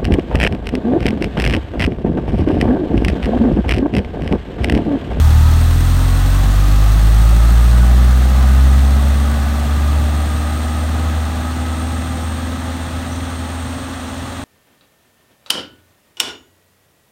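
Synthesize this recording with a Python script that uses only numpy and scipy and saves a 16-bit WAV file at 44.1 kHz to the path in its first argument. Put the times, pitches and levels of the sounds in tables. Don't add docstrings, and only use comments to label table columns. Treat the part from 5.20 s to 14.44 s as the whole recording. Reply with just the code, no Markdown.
import sys
import numpy as np
from scipy import signal
from scipy.fft import rfft, irfft, next_fast_len
from scipy.io import wavfile
from scipy.ndimage import map_coordinates

SR = 44100
rng = np.random.default_rng(int(sys.argv[2]) if len(sys.argv) > 2 else 0)


def inscribe(sig):
    pcm = np.round(np.clip(np.atleast_2d(sig).T, -1, 1) * 32767)
    wavfile.write(sys.argv[1], SR, pcm.astype(np.int16))


N = 407474
TIME = np.arange(N) / SR
SIZE = next_fast_len(N + SR // 4)
FREQS = np.maximum(np.arange(SIZE // 2 + 1) * SR / SIZE, 1)


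def from_db(db):
    return 10 ** (np.asarray(db) / 20)


def rms_one(x):
    return x / np.sqrt(np.mean(x ** 2) + 1e-20)


def in_time(rows):
    seconds, *columns = np.transpose(rows)
    return [np.interp(TIME, seconds, column) for column in columns]


def at_hz(spectrum, hz):
    points, db = np.transpose(spectrum)
    return np.interp(np.log(hz), np.log(points), db)


def drift(rate):
    knots = rng.standard_normal(4096)
    return rms_one(map_coordinates(knots, [TIME * rate], order=2, mode="mirror"))


def filtered(x, response):
    return irfft(rfft(x, SIZE) * response, SIZE)[:N]


def coloured_noise(spectrum):
    lowest_hz = spectrum[0][0]
    roll_off = np.hypot(1, (lowest_hz / FREQS) ** 2)
    gain = from_db(at_hz(spectrum, FREQS)) / roll_off
    return rms_one(filtered(rng.standard_normal(N), gain))


def resonance(hz, width):
    return 1 / (1 + 1j * (FREQS ** 2 - hz ** 2) / (FREQS * width))


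def resonator(modes):
    response = 0
    for k, (hz, width, db) in enumerate(modes):
        response = response + (-1) ** k * from_db(db) * resonance(hz, width)
    return response


def noise_band(hz, width):
    return rms_one(filtered(rng.standard_normal(N), resonance(hz, width) ** 2))


def strokes(cycles, depth, sharpness):
    return rms_one(1 + depth * np.exp(-sharpness * (cycles % 1)))


def firing_samples(firings):
    return np.flatnonzero(np.diff(np.floor(firings)))


def driven(law, rate, metres):
    start_db, db_per_doubling, loss_db_per_m = law
    speed_db = db_per_doubling * np.log2(rate / rate[0])
    return from_db(start_db + speed_db - loss_db_per_m * metres)


# (time [s], firing rate [firings/s])
ENGINE_SPEED = [(0, 37.8), (.25, 38.8), (.5, 41.5), (1, 45), (1.75, 52.2), (2.75, 60.9), (3.75, 68.3),
                (5, 74.1), (5.85, 77.5), (6.1, 77.2), (7.45, 81.3), (7.75, 81.2), (8.02, 83.4),
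                (8.22, 80.6), (8.75, 83.9), (8.92, 81.2), (9.1, 85.1), (9.24, 83.3)]
METRES_PER_FIRING = .04


def crankshaft():
    rate, = in_time(ENGINE_SPEED)
    firings = np.cumsum(rate) / SR
    return rate, firings, METRES_PER_FIRING * firings


# (time [s], level [dB])
BOOM_LEVEL = [(0, -19.1), (.5, -14.4), (2, -7.9), (2.8, -7.5), (3.1, -9.9), (3.45, -7.2), (4, -12.4),
              (4.35, -16.1), (4.73, -12.5), (5.4, -18.5), (5.9, -16.1), (6.18, -20.5), (6.6, -19.9),
              (7.65, -24.8), (8.42, -25.4), (8.62, -32.8), (9.24, -31.9)]
# (multiple of the firing rate, level before the silencer [dB])
BOOM_PARTIALS = [(1, 0), (1.5, -25), (2, -.7), (3, -.7), (4, -3)]
# (frequency [Hz], gain [dB])
SILENCER_GAIN = [(38, -11.4), (45, -4.3), (55, 0), (75, 0), (87, -7), (115, -12.8), (140, -17.8),
                 (160, -22.5), (180, -28), (205, -39), (330, -55)]


def boom(firings, rate, flutter=0.018):
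    out, silencer_hz, width_hz = 0, 49, 20
    level_db, = in_time(BOOM_LEVEL)
    source_db = level_db - at_hz(SILENCER_GAIN, rate)
    for multiple, partial_db in BOOM_PARTIALS:
        hz = multiple * rate
        gain = from_db(source_db + partial_db + at_hz(SILENCER_GAIN, hz))
        lag = 2 * np.arctan(2 * (hz - silencer_hz) / width_hz)
        tone = np.sqrt(2) * np.sin(2 * np.pi * multiple * firings - lag)
        out = out - gain * (1 + flutter * drift(30)) * tone
    return out


# (multiple of the firing rate, level before tailpipe and distance [dB])
RASP_PARTIALS = [(3, -28), (4, -32), (5, -38.5), (6, -32), (7, -37.5), (8, -44)]
# (frequency [Hz], gain [dB])
TAILPIPE_GAIN = [(150, -11), (205, -12.5), (250, 0), (305, -1.5), (335, -9.5), (375, -9.5), (450, -18),
                 (680, -30)]
RASP_LOSS_DB_PER_M = 0.24


def rasp(firings, rate, metres, flutter=0.17):
    tones, pipe_hz, width_hz = 0, 257, 48
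    for multiple, db in RASP_PARTIALS:
        hz = multiple * rate
        gain = from_db(db + at_hz(TAILPIPE_GAIN, hz)) * (1 + flutter * drift(13))
        lag = np.arctan(2 * (hz - pipe_hz) / width_hz)
        tones = tones + gain * np.sin(2 * np.pi * multiple * firings - lag)
    return from_db(-RASP_LOSS_DB_PER_M * metres) * np.sqrt(2) * tones


CYLINDER_STRENGTH = [0.55, -0.67, -0.033, -2]
# (frequency [Hz], width [Hz], relative level [dB])
PIPE_MODES = [(61, 29, 2.5), (120.4, 30.5, 1.5), (178.3, 52, -4), (242.4, 87, -6), (331, 79, -11)]
# (level at the start [dB], rise per doubling of speed [dB], loss per metre [dB])
BURBLE_GROWTH = (-25, 0.33, 0.37)


def burble(firings, rate, metres):
    at = firing_samples(firings)
    uneven = rng.uniform(-.35, .35, 1024)[:len(at)]
    strength = from_db(np.resize(CYLINDER_STRENGTH, len(at))) + uneven
    puffs = np.zeros(N)
    puffs[at] = strength - strength.mean()
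    gusts = rng.standard_normal(N) * strokes(firings, depth=1.0, sharpness=1.3)
    gas = rms_one(puffs) + gusts
    piped = rms_one(filtered(gas, resonator(PIPE_MODES) * resonance(187, 380)))
    return driven(BURBLE_GROWTH, rate, metres) * piped


# (frequency [Hz], width [Hz], relative level [dB])
BODY_MODES = [(588, 82, -1), (719, 98, 1), (809, 87, 1), (1176, 99, -1.5), (1288, 55, 0), (1466, 9.6, -2.5),
              (1623, 76, -7), (1764, 62, -8), (1968, 132, -8.5)]
# (level at the start [dB], rise per doubling of speed [dB], loss per metre [dB])
RINGING_GROWTH = (-36, 10.75, 0.52)
KNOCK_DB = -8.5


def ringing(firings, rate, metres):
    at = firing_samples(firings)
    knocks = np.zeros(N)
    knocks[at] = from_db(np.resize(CYLINDER_STRENGTH, len(at)))
    rattle = rng.standard_normal(N) * strokes(firings, depth=0.36, sharpness=8.1)
    blows = rattle + from_db(KNOCK_DB) * rms_one(knocks)
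    return driven(RINGING_GROWTH, rate, metres) * rms_one(filtered(blows, resonator(BODY_MODES)))


# (frequency [Hz], relative level per Hz [dB])
CLATTER_SPECTRUM = [(150, -27), (370, -1.5), (560, -6), (850, -5), (1020, -3.5), (1450, -3.5), (1950, -6.5),
                    (2280, -12.5), (2650, -8), (3000, -14), (3400, -10.5), (4200, -11.5), (4900, -19),
                    (9000, -28)]
# (level at the start [dB], rise per doubling of speed [dB], loss per metre [dB])
CLATTER_GROWTH = (-31, -1.1, 0.11)


def clatter(firings, rate, metres):
    ticks = strokes(firings / 4, depth=.5, sharpness=10)
    chatter = coloured_noise(CLATTER_SPECTRUM) * ticks * from_db(.4 * drift(90))
    return driven(CLATTER_GROWTH, rate, metres) * chatter


# (frequency [Hz], relative level per Hz [dB])
HISS_SPECTRUM = [(1500, -6), (3000, 0), (4200, 4), (4900, 0), (6000, 2), (7700, -1.5), (9400, -1),
                 (10450, -8.5), (11300, -3), (12800, -1), (13500, -2.5), (14300, -1), (15000, -2.5),
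                 (16000, -2)]
# (level at the start [dB], rise per doubling of speed [dB], loss per metre [dB])
HISS_GROWTH = (-35, 4.2, 0.94)


def hiss(firings, rate, metres):
    every_firing = strokes(firings, depth=.4, sharpness=7)
    one_cylinder = strokes(firings / 4, depth=.6, sharpness=22)
    spit = coloured_noise(HISS_SPECTRUM) * every_firing * one_cylinder
    return driven(HISS_GROWTH, rate, metres) * spit * from_db(.65 * drift(250))


# (time [s], level [dB])
FAN_LEVEL = [(0, -53), (1.5, -37), (2.6, -28.5), (4.1, -27), (4.75, -31.5), (6.3, -30.5), (9.24, -34)]
FAN_RATIO = 3.23


def fan(firings, slip=0.041, flutter=0.2):
    db, = in_time(FAN_LEVEL)
    blades = FAN_RATIO * firings + slip * drift(8.0)
    return from_db(db) * (1 + flutter * drift(14)) * np.sqrt(2) * np.sin(2 * np.pi * blades)


# (cycles per firing, peak level before casing and distance [dB])
WHINE_TONES = [(2.69, -33), (5.72, -39), (6.46, -38.5), (7.2, -43.5), (7.75, -44.5), (8.22, -39),
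               (9.88, -44), (10.52, -39.5), (11.5, -42), (13, -43), (15.92, -47.5), (16.44, -38.5),
               (17.98, -49), (19.1, -47), (21.1, -39.5), (23, -37), (24.75, -37), (32.75, -36.5)]
# (frequency [Hz], width 6 dB down [Hz], gain [dB])
CASING_MODES = [(215, 35, -3), (510, 110, -4.5), (595, 45, -3.5), (780, 95, .5), (910, 110, -4.5),
                (1085, 50, -6.5), (1200, 115, 0), (1285, 50, -2.5), (1485, 65, -2.5)]


def whine(firings, rate, metres, loss_db_per_m=0.07):
    out, backlash, flutter = 0, .004, .45
    for ratio, db in WHINE_TONES:
        response = 0
        for hz, width, mode_db in CASING_MODES:
            response = response + from_db(mode_db) / (1 + (2 * (ratio * rate - hz) / width) ** 2)
        swell = from_db(db) * response * (1 + flutter * drift(16))
        wobble = backlash * ratio * drift(20)
        out = out + swell * np.sin(2 * np.pi * (ratio * firings + wobble))
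    return from_db(-loss_db_per_m * metres) * out


# (start time [s], level before mixing song and scatter [dB])
CRICKET_BOUTS = [(.05, -44), (1.499, -44), (3, -48), (4.52, -44), (6.07, -44), (7.55, -46), (8.9, -45)]
BOUT_ATTACK_S, BOUT_HOLD_S, BOUT_RELEASE_S = .55, .53, .14


def cricket(high_hz=8700, low_hz=8200, scrape=0.11):
    stroke = (72.8 * TIME) % 1
    pitch = high_hz + (low_hz - high_hz) * stroke
    turns = np.cumsum(pitch) / SR + scrape * drift(420) + drift(70)
    song = rms_one(np.sin(np.pi * stroke) ** 4 * np.sin(2 * np.pi * turns))
    scattered = noise_band(8480, 500)
    corners = np.cumsum([0, BOUT_ATTACK_S, BOUT_HOLD_S, BOUT_RELEASE_S])
    bouts = 0
    for start, db in CRICKET_BOUTS:
        bouts = bouts + from_db(db) * np.interp(TIME - start, corners, [0, 1, 1, 0])
    return bouts * (.75 * song + .5 * scattered)


# (start time [s], pitch when loudest [Hz], peak level of the chip without echo [dB])
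BIRD_CHIPS = [(7.915, 6050, -37), (8.025, 6200, -49)]


def bird(length=0.0088, fall=0.035, echo=0.47, echo_s=0.072):
    out, scattered = 0, noise_band(6030, 350)
    for start, hz, db in BIRD_CHIPS:
        age = np.maximum(TIME - start, 0)
        swell = (age / length) ** 2 * np.exp(2 - 2 * age / length)
        pitch = hz * (1 + fall * (1 - np.minimum(age / length, 2)))
        chip = swell * np.sin(2 * np.pi * np.cumsum(pitch) / SR)
        tail = echo * np.exp(-age / echo_s) * np.minimum(age / length, 1)
        out = out + from_db(db) * (chip + tail * scattered)
    return out


# (frequency [Hz], half-width 6 dB down [Hz], level [dB])
INSECT_CHORUS = [(6530, 290, -53), (7060, 90, -55), (7470, 90, -55.5), (8230, 210, -50), (8570, 470, -47.5)]
# (frequency [Hz], relative level per Hz [dB])
VERGE_SPECTRUM = [(2000, 3.5), (3400, 12), (4300, 2), (4900, -7), (5500, 4), (6500, 3), (7800, -17),
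                  (8200, -28.5), (9000, -5), (9650, 4.5), (10300, -20), (15000, -28)]


def verge(wash_db=-42):
    bands = 0
    for hz, width, db in INSECT_CHORUS:
        bands = bands + from_db(db) * noise_band(hz, 2 * width)
    return bands + from_db(wash_db) * coloured_noise(VERGE_SPECTRUM)


def scene():
    rate, firings, metres = crankshaft()
    exhaust = boom(firings, rate) + rasp(firings, rate, metres) + burble(firings, rate, metres)
    metal = ringing(firings, rate, metres) + clatter(firings, rate, metres)
    gas = hiss(firings, rate, metres)
    drone = fan(firings) + whine(firings, rate, metres)
    wildlife = cricket() + bird() + verge()
    return (exhaust + metal + gas + drone + wildlife)[None]


CUTOFF_HZ = 15800


def record(dry):
    thinned = signal.sosfilt(signal.butter(2, 18, "high", fs=SR, output="sos"), dry)
    return signal.sosfilt(signal.ellip(12, .1, 90, CUTOFF_HZ, fs=SR, output="sos"), thinned)


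dry = scene()
out = record(dry)
inscribe(out)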